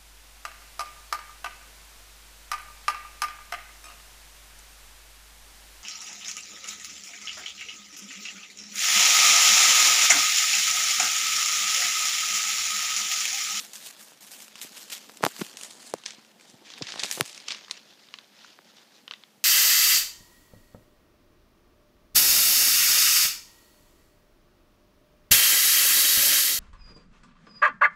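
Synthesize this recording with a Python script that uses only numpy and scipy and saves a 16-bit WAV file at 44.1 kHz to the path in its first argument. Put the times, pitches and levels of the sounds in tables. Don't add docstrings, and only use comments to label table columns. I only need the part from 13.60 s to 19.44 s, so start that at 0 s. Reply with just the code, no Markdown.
import sys
import numpy as np
from scipy import signal
from scipy.fft import rfft, irfft, next_fast_len
from scipy.io import wavfile
from scipy.ndimage import uniform_filter1d

SR = 44100
rng = np.random.default_rng(int(sys.argv[2]) if len(sys.argv) > 2 else 0)


def nominal_scale(level):
    x = np.asarray(level, float) / 20
    return 10 ** x


def wrap_up_sound(samples):
    columns = np.atleast_2d(samples).T
    tamed = np.clip(columns, -1, 1)
    steps = np.round(tamed * 32767).astype(np.int16)
    wavfile.write(sys.argv[1], SR, steps)


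N = 257544

# (time [s], peak level [dB], ringing
# pitch [Hz])
CREASE_SNAPS = [(0.049, -35, 6420), (0.1341, -30, 6590), (0.156, -29, 8200), (0.1615, -32, 6420),
                (0.269, -35, 8600), (0.7158, -36.5, 8100), (0.804, -37, 3800), (0.881, -36.5, 2840),
                (0.9562, -29.5, 2930), (0.9907, -36, 3700), (1.015, -26.5, 3950), (1.173, -34, 2930),
                (1.3012, -32, 3060), (1.324, -24.5, 3140), (1.3318, -27, 4910), (1.572, -31.5, 7500),
                (1.6255, -30, 1940), (1.6835, -32, 7110), (1.7975, -36.5, 2450), (1.8482, -32, 3240),
                (1.865, -35, 6160), (1.9307, -38, 3400), (1.971, -27, 6000), (2.012, -26.5, 2870),
                (2.0344, -24, 7360), (2.1093, -34, 4260), (2.4374, -34, 3100), (2.4573, -30.5, 4740),
                (2.4613, -18.5, 5500), (2.507, -29, 6550),
                (2.6482, -45, 2820), (2.715, -47, 3000), (2.798, -44, 2430), (2.81, -41, 2500),
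              (2.8992, -43, 6550), (3.103, -32, 3350), (3.138, -33, 3700), (3.1778, -35, 2580),
              (3.2223, -21.5, 5140), (3.226, -24.5, 5100), (3.2695, -29.5, 3790), (3.2905, -29, 2250),
              (3.303, -30, 6290), (3.3216, -24, 3790), (3.395, -20, 4690), (3.399, -23, 3860),
              (3.4206, -27, 3530), (3.4352, -12.5, 4450), (3.5129, -14.5, 5900), (3.525, -21, 7920),
              (3.5517, -29, 5990), (3.628, -33, 5000), (3.654, -32, 3010), (3.66, -30.5, 6890),
              (3.6962, -33, 4950), (3.7295, -35, 5730), (3.747, -32, 5200), (3.7777, -31, 5340),
              (3.8018, -35, 4910),
                (3.8824, -25, 3060), (3.8848, -20, 5800), (3.9063, -21, 3450), (3.9157, -24, 3920),
                (3.9209, -21, 5170), (3.947, -28, 2840), (4.0105, -40, 3360), (4.0821, -38, 1690),
                (4.0979, -36, 2020), (4.1114, -16, 4130), (4.487, -44, 3750), (4.5399, -25.5, 2970),
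                (4.587, -33.5, 3630), (4.8465, -42, 1460), (5.4791, -30.5, 3000), (5.511, -24, 3120),
                (5.521, -44, 1510), (5.5371, -29, 3570), (5.6368, -38, 3420)]
# (peak time [s], strength [dB],
# time to swell by 10 dB [s], time to fade by 10 dB [s])
SHEET_STROKES = [(0.0, -46, .05, .13), (0.136, -47, .004, .15), (0.268, -46.5, .06, .075),
                 (0.398, -52, .03, .18), (0.608, -55, .004, .6), (0.717, -51, .004, .2),
                 (0.805, -56, .03, .11), (0.957, -52, .004, .15), (1.017, -43.5, .004, .07),
                 (1.178, -49, .08, .2), (1.302, -46, .004, .1), (1.33, -41, .02, .062), (1.53, -58, .2, .2),
                 (1.646, -45, .025, .12), (1.811, -47, .07, .12), (1.972, -52, .004, .15),
                 (2.036, -48, .04, .08), (2.11, -55, .03, .2), (2.27, -52, .15, .15), (2.4, -59, .1, .1),
                 (2.464, -43.5, .012, .085), (2.66, -64, .15, .2),
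                 (2.815, -58, .015, .14), (2.91, -57, .08, .08), (3.065, -50, .035, .5),
                (3.19, -52, .05, .05), (3.283, -42, .08, .3), (3.397, -43, .02, .1),
                (3.437, -36, .004, .055), (3.505, -46, .03, .05), (3.515, -42, .004, .1),
                (3.6, -51, .05, .05), (3.665, -51, .04, .12), (3.76, -49.5, .1, .3), (3.884, -41, .01, .05),
                (3.915, -39, .02, .075), (4.112, -48, .006, .085), (4.31, -55, .08, .045),
                (4.43, -55.5, .07, .15), (4.555, -57, .04, .14), (4.81, -52, .09, .1),
                (4.87, -53, .07, .09), (5.09, -60, .08, .1), (5.189, -54.5, .08, .055),
                (5.365, -56, .09, .06), (5.522, -57, .04, .12)]
# (time [s], treble level [dB])
FACING = [(0.0, 3), (0.9, 4), (0.96, -7), (1.02, 4), (1.3, 1), (2.3, 5), (2.45, -9), (2.95, -2),
          (3.07, -19), (3.27, -19), (3.44, -4), (3.53, 5), (3.69, 1), (3.9, -18), (4.08, -25), (4.112, -5),
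          (4.18, -24), (5.84, -32)]
# (frequency [Hz], level [dB per Hz])
SHEET_COLOUR = [(710, -44), (1200, -21), (1370, -13.5), (1730, -2), (3480, 2.5), (4080, 1.5), (4920, 1),
                (6650, -5.5), (10000, -31.5), (13000, -53), (22000, -120)]
# (frequency [Hz], level [dB per Hz])
FIZZ_COLOUR = [(4120, -30), (7000, -10.5), (9880, -13.5), (11600, -13.5), (14800, -14), (15600, -30),
               (16400, -54)]
# (time [s], level [dB])
HAND_SHADE = [
    (1.85, -1.5),
    (2.0, -11),
    (2.6, -18),
    (3.4, -18),
    (3.55, -1.5),
    (3.8, -14),
]
# (time [s], flex peak level [dB], start pitch [Hz], ring [cycles], tick peak level [dB])
CASE_SLAPS = [(1.633, -17, 850, 0.6, -22), (1.6378, -1, 1020, 0.4, -10), (1.6395, -15, 520, 0.7, -14),
              (1.6508, -16.5, 1160, 0.55, -5), (1.6648, -6, 885, 0.4, -13), (1.8152, -20, 800, .5, -38),
              (1.8169, -17, 270, 0.7, -35), (2.3387, -13.5, 660, 0.75, -15), (3.6072, -30, 1500, .3, -22),
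              (3.6095, -7.5, 1700, 0.45, 1.5), (3.6101, -18.5, 170, 1.05, -40),
              (4.989, -37, 1900, 2.4, -62)]
# (time [s], flex peak level [dB], start pitch [Hz], ring [cycles])
CASE_TAPS = [(0.52, -40, 900, .4), (1.048, -36, 305, 0.5), (1.4958, -30.5, 1270, 0.3),
             (1.608, -33.5, 515, 1.1), (1.63, -30, 800, .6), (1.6615, -25, 1300, 0.8),
             (1.667, -25.5, 303, 0.72), (1.793, -36, 293, 2.2), (1.8117, -25, 327, 0.37),
             (2.35, -38, 330, 1.1), (2.583, -42.5, 262, 0.5), (2.94, -43, 160, 1.6), (3.166, -43, 2500, .6),
             (3.1845, -36, 2210, 0.78), (3.191, -42, 2300, .6), (3.2097, -36, 450, 1.1),
             (3.214, -25.5, 438, 0.69), (3.219, -28, 161, 2.1), (3.3402, -27, 1100, 0.28),
             (3.3596, -26.5, 915, 0.31), (3.3738, -34, 900, 0.65), (3.39, -27.5, 1100, 0.25),
             (3.432, -24, 1080, 0.2), (3.4412, -24.5, 1010, 0.21), (3.4463, -24.5, 1000, 0.27),
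             (3.575, -25, 576, 0.27), (3.5809, -24.5, 920, 0.2), (3.5895, -40, 3000, .4),
             (3.599, -23, 570, 1.7), (5.777, -49.5, 168.5, 0.86)]
# (time [s], rumble level [dB])
GRIP_PRESSURE = [
    (0.0, -61),
    (0.5, -66),
    (1.0, -62),
    (2.2, -62),
    (2.64, -66),
    (2.95, -62),
    (3.45, -57),
    (3.7, -65),
    (5.84, -68),
]
# (frequency [Hz], level [dB per Hz])
RUMBLE_COLOUR = [(24, -56), (40, 1), (145, -11.5), (184, -0.5), (215, 4.5), (301, 1.5), (391, -0.5),
                 (900, -3.5), (1170, -29), (1980, -120)]
# (frequency [Hz], t60 [s])
ROOM_DECAY = [(500, 0.37), (2000, .3), (5000, 0.24), (10000, 0.25), (16000, 0.24)]
# (frequency [Hz], level [dB per Hz])
STILL_COLOUR = [(25, -15), (40, -13), (70, -16), (150, -3), (210, -9), (530, -10), (1100, -13.5),
                (2700, -12.5), (4700, -14.5), (9000, -19.5), (15000, -21.5), (16400, -13.5)]
# (frequency [Hz], level [dB])
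MIC_RESPONSE = [(30, -30), (70, -14), (130, -3), (200, 0), (15100, 0), (15500, -24), (16300, -28),
                (16700, -70), (22050, -90)]

USUAL_DB = -52


def evened(x):
    return x / np.sqrt(np.mean(x ** 2) + 1e-20)


def read(points, hz):
    f, value = np.transpose(points)
    return np.interp(np.log(hz + 1), np.log(f + 1), value)


def follow(points, s):
    return np.interp(s, *np.transpose(points))


def add(mix, s, sound):
    part = mix[round(s * SR):][:len(sound)]
    part += sound[:len(part)]


def coloured(x, points):
    size = next_fast_len(len(x))
    gain = nominal_scale(read(points, np.fft.rfftfreq(size, 1 / SR)))
    return evened(irfft(rfft(x, size) * gain, size)[:len(x)])


def band(x, lo_hz, hi_hz):
    sos = signal.butter(2, [lo_hz, min(hi_hz, .45 * SR)], "band", fs=SR, output="sos")
    return signal.sosfilt(sos, x)


def grains(per_s, spread_db, ring_s, smooth, clump_db):
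    size = nominal_scale(spread_db * np.minimum(rng.exponential(1, N), 4))
    slips = size * (rng.random(N) < per_s / SR)
    puffs = evened(signal.lfilter([1], [1, -np.exp(-1 / (ring_s * SR))], slips))
    clumps = evened(uniform_filter1d(uniform_filter1d(rng.standard_normal(N), 500), 500))
    return (puffs + smooth) * nominal_scale(clump_db * clumps) * rng.standard_normal(N)


def stroke_strength(pace):
    t = np.arange(0, N + 64, 64) / SR
    s, db, swell_s, fade_s = np.transpose(SHEET_STROKES)[:, :, None]
    drop_db = 10 * pace * np.maximum((s - t) / swell_s, (t - s) / fade_s)
    power = nominal_scale(2 * (db - drop_db)).sum(0)
    return np.interp(np.arange(N) / SR, t, 10 * np.log10(power + 1e-12))


def snaps():
    rows = CREASE_SNAPS
    out, t = np.zeros(N), np.arange(1500) / SR
    noise = rng.standard_normal((len(rows), 1501))
    motion_db = stroke_strength(1) - USUAL_DB
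    for (s, db, hz), draws in zip(rows, noise):
        chance, hiss = draws[0], draws[1:]
        facing_db = follow(FACING, s)
        treble_db = -12 + 1.05 * facing_db
        body_db = -18 - 4.5 * np.log2(hz / 4000) - .25 * (db + 30) - .28 * facing_db
        shiver_db = -19 + 2.5 * chance + .55 * motion_db[round(s * SR)]
        decay = np.exp(-t / 0.0021) + nominal_scale(shiver_db + 9.5) * np.exp(-t / 0.0087)
        burst = hiss * decay + 7.7 * (t == 0)
        ring = np.sin(2 * np.pi * hz * t) * np.exp(-t * hz / 2.6)
        edge_hz = 9400 + 105 * treble_db
        wide = band(band(burst, 1400, edge_hz), 1400, edge_hz)
        top = band(band(burst, 7500, 15000), 7500, 15000)
        low = band(burst, 930, 1600)
        wide, top, low = (part / abs(part).max() for part in (wide, top, low))
        crease = 1.15 * ring + 1.065 * wide + nominal_scale(treble_db + 5.4) * top + nominal_scale(body_db) * low
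        add(out, s, nominal_scale(db) * crease)
    return out


def rustle():
    strength_db = stroke_strength(1)
    facing_db = follow(FACING, np.arange(N) / SR)
    treble_db = facing_db + stroke_strength(pace=1.65) - strength_db
    body_db = -9.5 - .4 * (strength_db - USUAL_DB) + .07 * facing_db
    slips = grains(per_s=330, spread_db=3.0, ring_s=.0008, smooth=1.9, clump_db=1.3)
    middle = coloured(slips, SHEET_COLOUR)
    top = nominal_scale(treble_db) * coloured(slips, FIZZ_COLOUR)
    low = nominal_scale(body_db) * evened(band(slips, 410, 1835))
    return nominal_scale(strength_db) * (middle + top + low)


def knocks():
    out, t = np.zeros(N), np.arange(2000) / SR
    rows = list(CASE_SLAPS)
    for s, db, hz, cycles in CASE_TAPS:
        rows.append((s, db, hz, cycles, db - 9 + 9 * np.log2(hz / 1000)))
    noise = rng.standard_normal((len(rows), 2000))
    for (s, db, hz, cycles, tick_db), hiss in zip(rows, noise):
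        turns = 2.5 * np.log1p(t * hz / 2.16)
        swell = 1 - np.exp(-turns / 0.1)
        flex = -np.sin(2 * np.pi * turns) * np.exp(-turns / cycles - t / 0.017) * swell
        flex += evened(band(hiss, 157, 890)) * np.exp(-t / 0.0066) * 0.035
        edge_hz = np.clip(10000 + 600 * (tick_db - db), 4500, 15000)
        contact = hiss * (np.exp(-t / .0001) + .02 * np.exp(-t / .0015)) + 2 * (t == 0)
        tick = band(contact, 1100, edge_hz)
        add(out, s, nominal_scale(db) * flex / abs(flex).max() + nominal_scale(tick_db) * tick / abs(tick).max())
    scrape = band(rng.standard_normal(1200), 520, 4200) * np.hanning(1200) ** 2
    add(out, 1.803, nominal_scale(-25.5) * scrape)
    return band(out, 103, 17000)


def grip():
    pressure_db = follow(GRIP_PRESSURE, np.arange(N) / SR)
    slips = grains(per_s=58, spread_db=5.3, ring_s=0.0055, smooth=2.3, clump_db=1.5)
    return nominal_scale(pressure_db) * coloured(slips, RUMBLE_COLOUR)


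def classroom(x):
    taps = np.zeros(SR // 2)
    at = np.arange(140, SR // 2 - 20, 20)
    taps[at + rng.integers(0, 20, len(at))] = rng.choice([-1., 1.], len(at))
    hz, t, z = signal.stft(taps, SR, nperseg=256)
    decay_db = -60 * t / read(ROOM_DECAY, hz)[:, None]
    tail = signal.istft(z * nominal_scale(decay_db), SR, nperseg=256)[1]
    return signal.fftconvolve(x, tail / np.linalg.norm(tail))[:N]


def still_room():
    vent_hz = 212.7
    hum = evened(band(rng.standard_normal(N), vent_hz - 12, vent_hz + 12))
    hiss = coloured(rng.standard_normal(N), STILL_COLOUR)
    return nominal_scale(-61.5) * hiss + nominal_scale(-71.5) * hum


def scene():
    creases = snaps()
    creases = creases + nominal_scale(-16.5) * classroom(creases)
    hz, t, (sharp, soft) = signal.stft([creases, rustle()], SR, nperseg=512)
    shade_db = follow(HAND_SHADE, t) * np.clip((hz[:, None] - 9500) / 3500, 0, 1)
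    patches = uniform_filter1d(rng.standard_normal(soft.shape), 9, axis=0)
    patches = evened(uniform_filter1d(patches, 4, axis=1))
    flutter = nominal_scale(1.8 * patches)
    paper = signal.istft((sharp + soft * flutter) * nominal_scale(shade_db), SR, nperseg=512)[1][:N]
    return (paper + knocks() + grip() + still_room())[None]


def top_cut(x):
    return signal.sosfilt(signal.butter(12, 16520, fs=SR, output="sos"), x)


def record(dry):
    log_gain = np.log(nominal_scale(read(MIC_RESPONSE, np.linspace(0, SR / 2, 2049))))
    circle = np.r_[log_gain, log_gain[-2:0:-1]]
    taps = np.fft.ifft(np.exp(np.conj(signal.hilbert(circle)))).real
    limited = np.clip(dry, -.66, .66)
    mix = signal.oaconvolve(limited, taps[None])[:, :N]
    return top_cut(mix)


dry = scene()
out = record(dry)
wrap_up_sound(out)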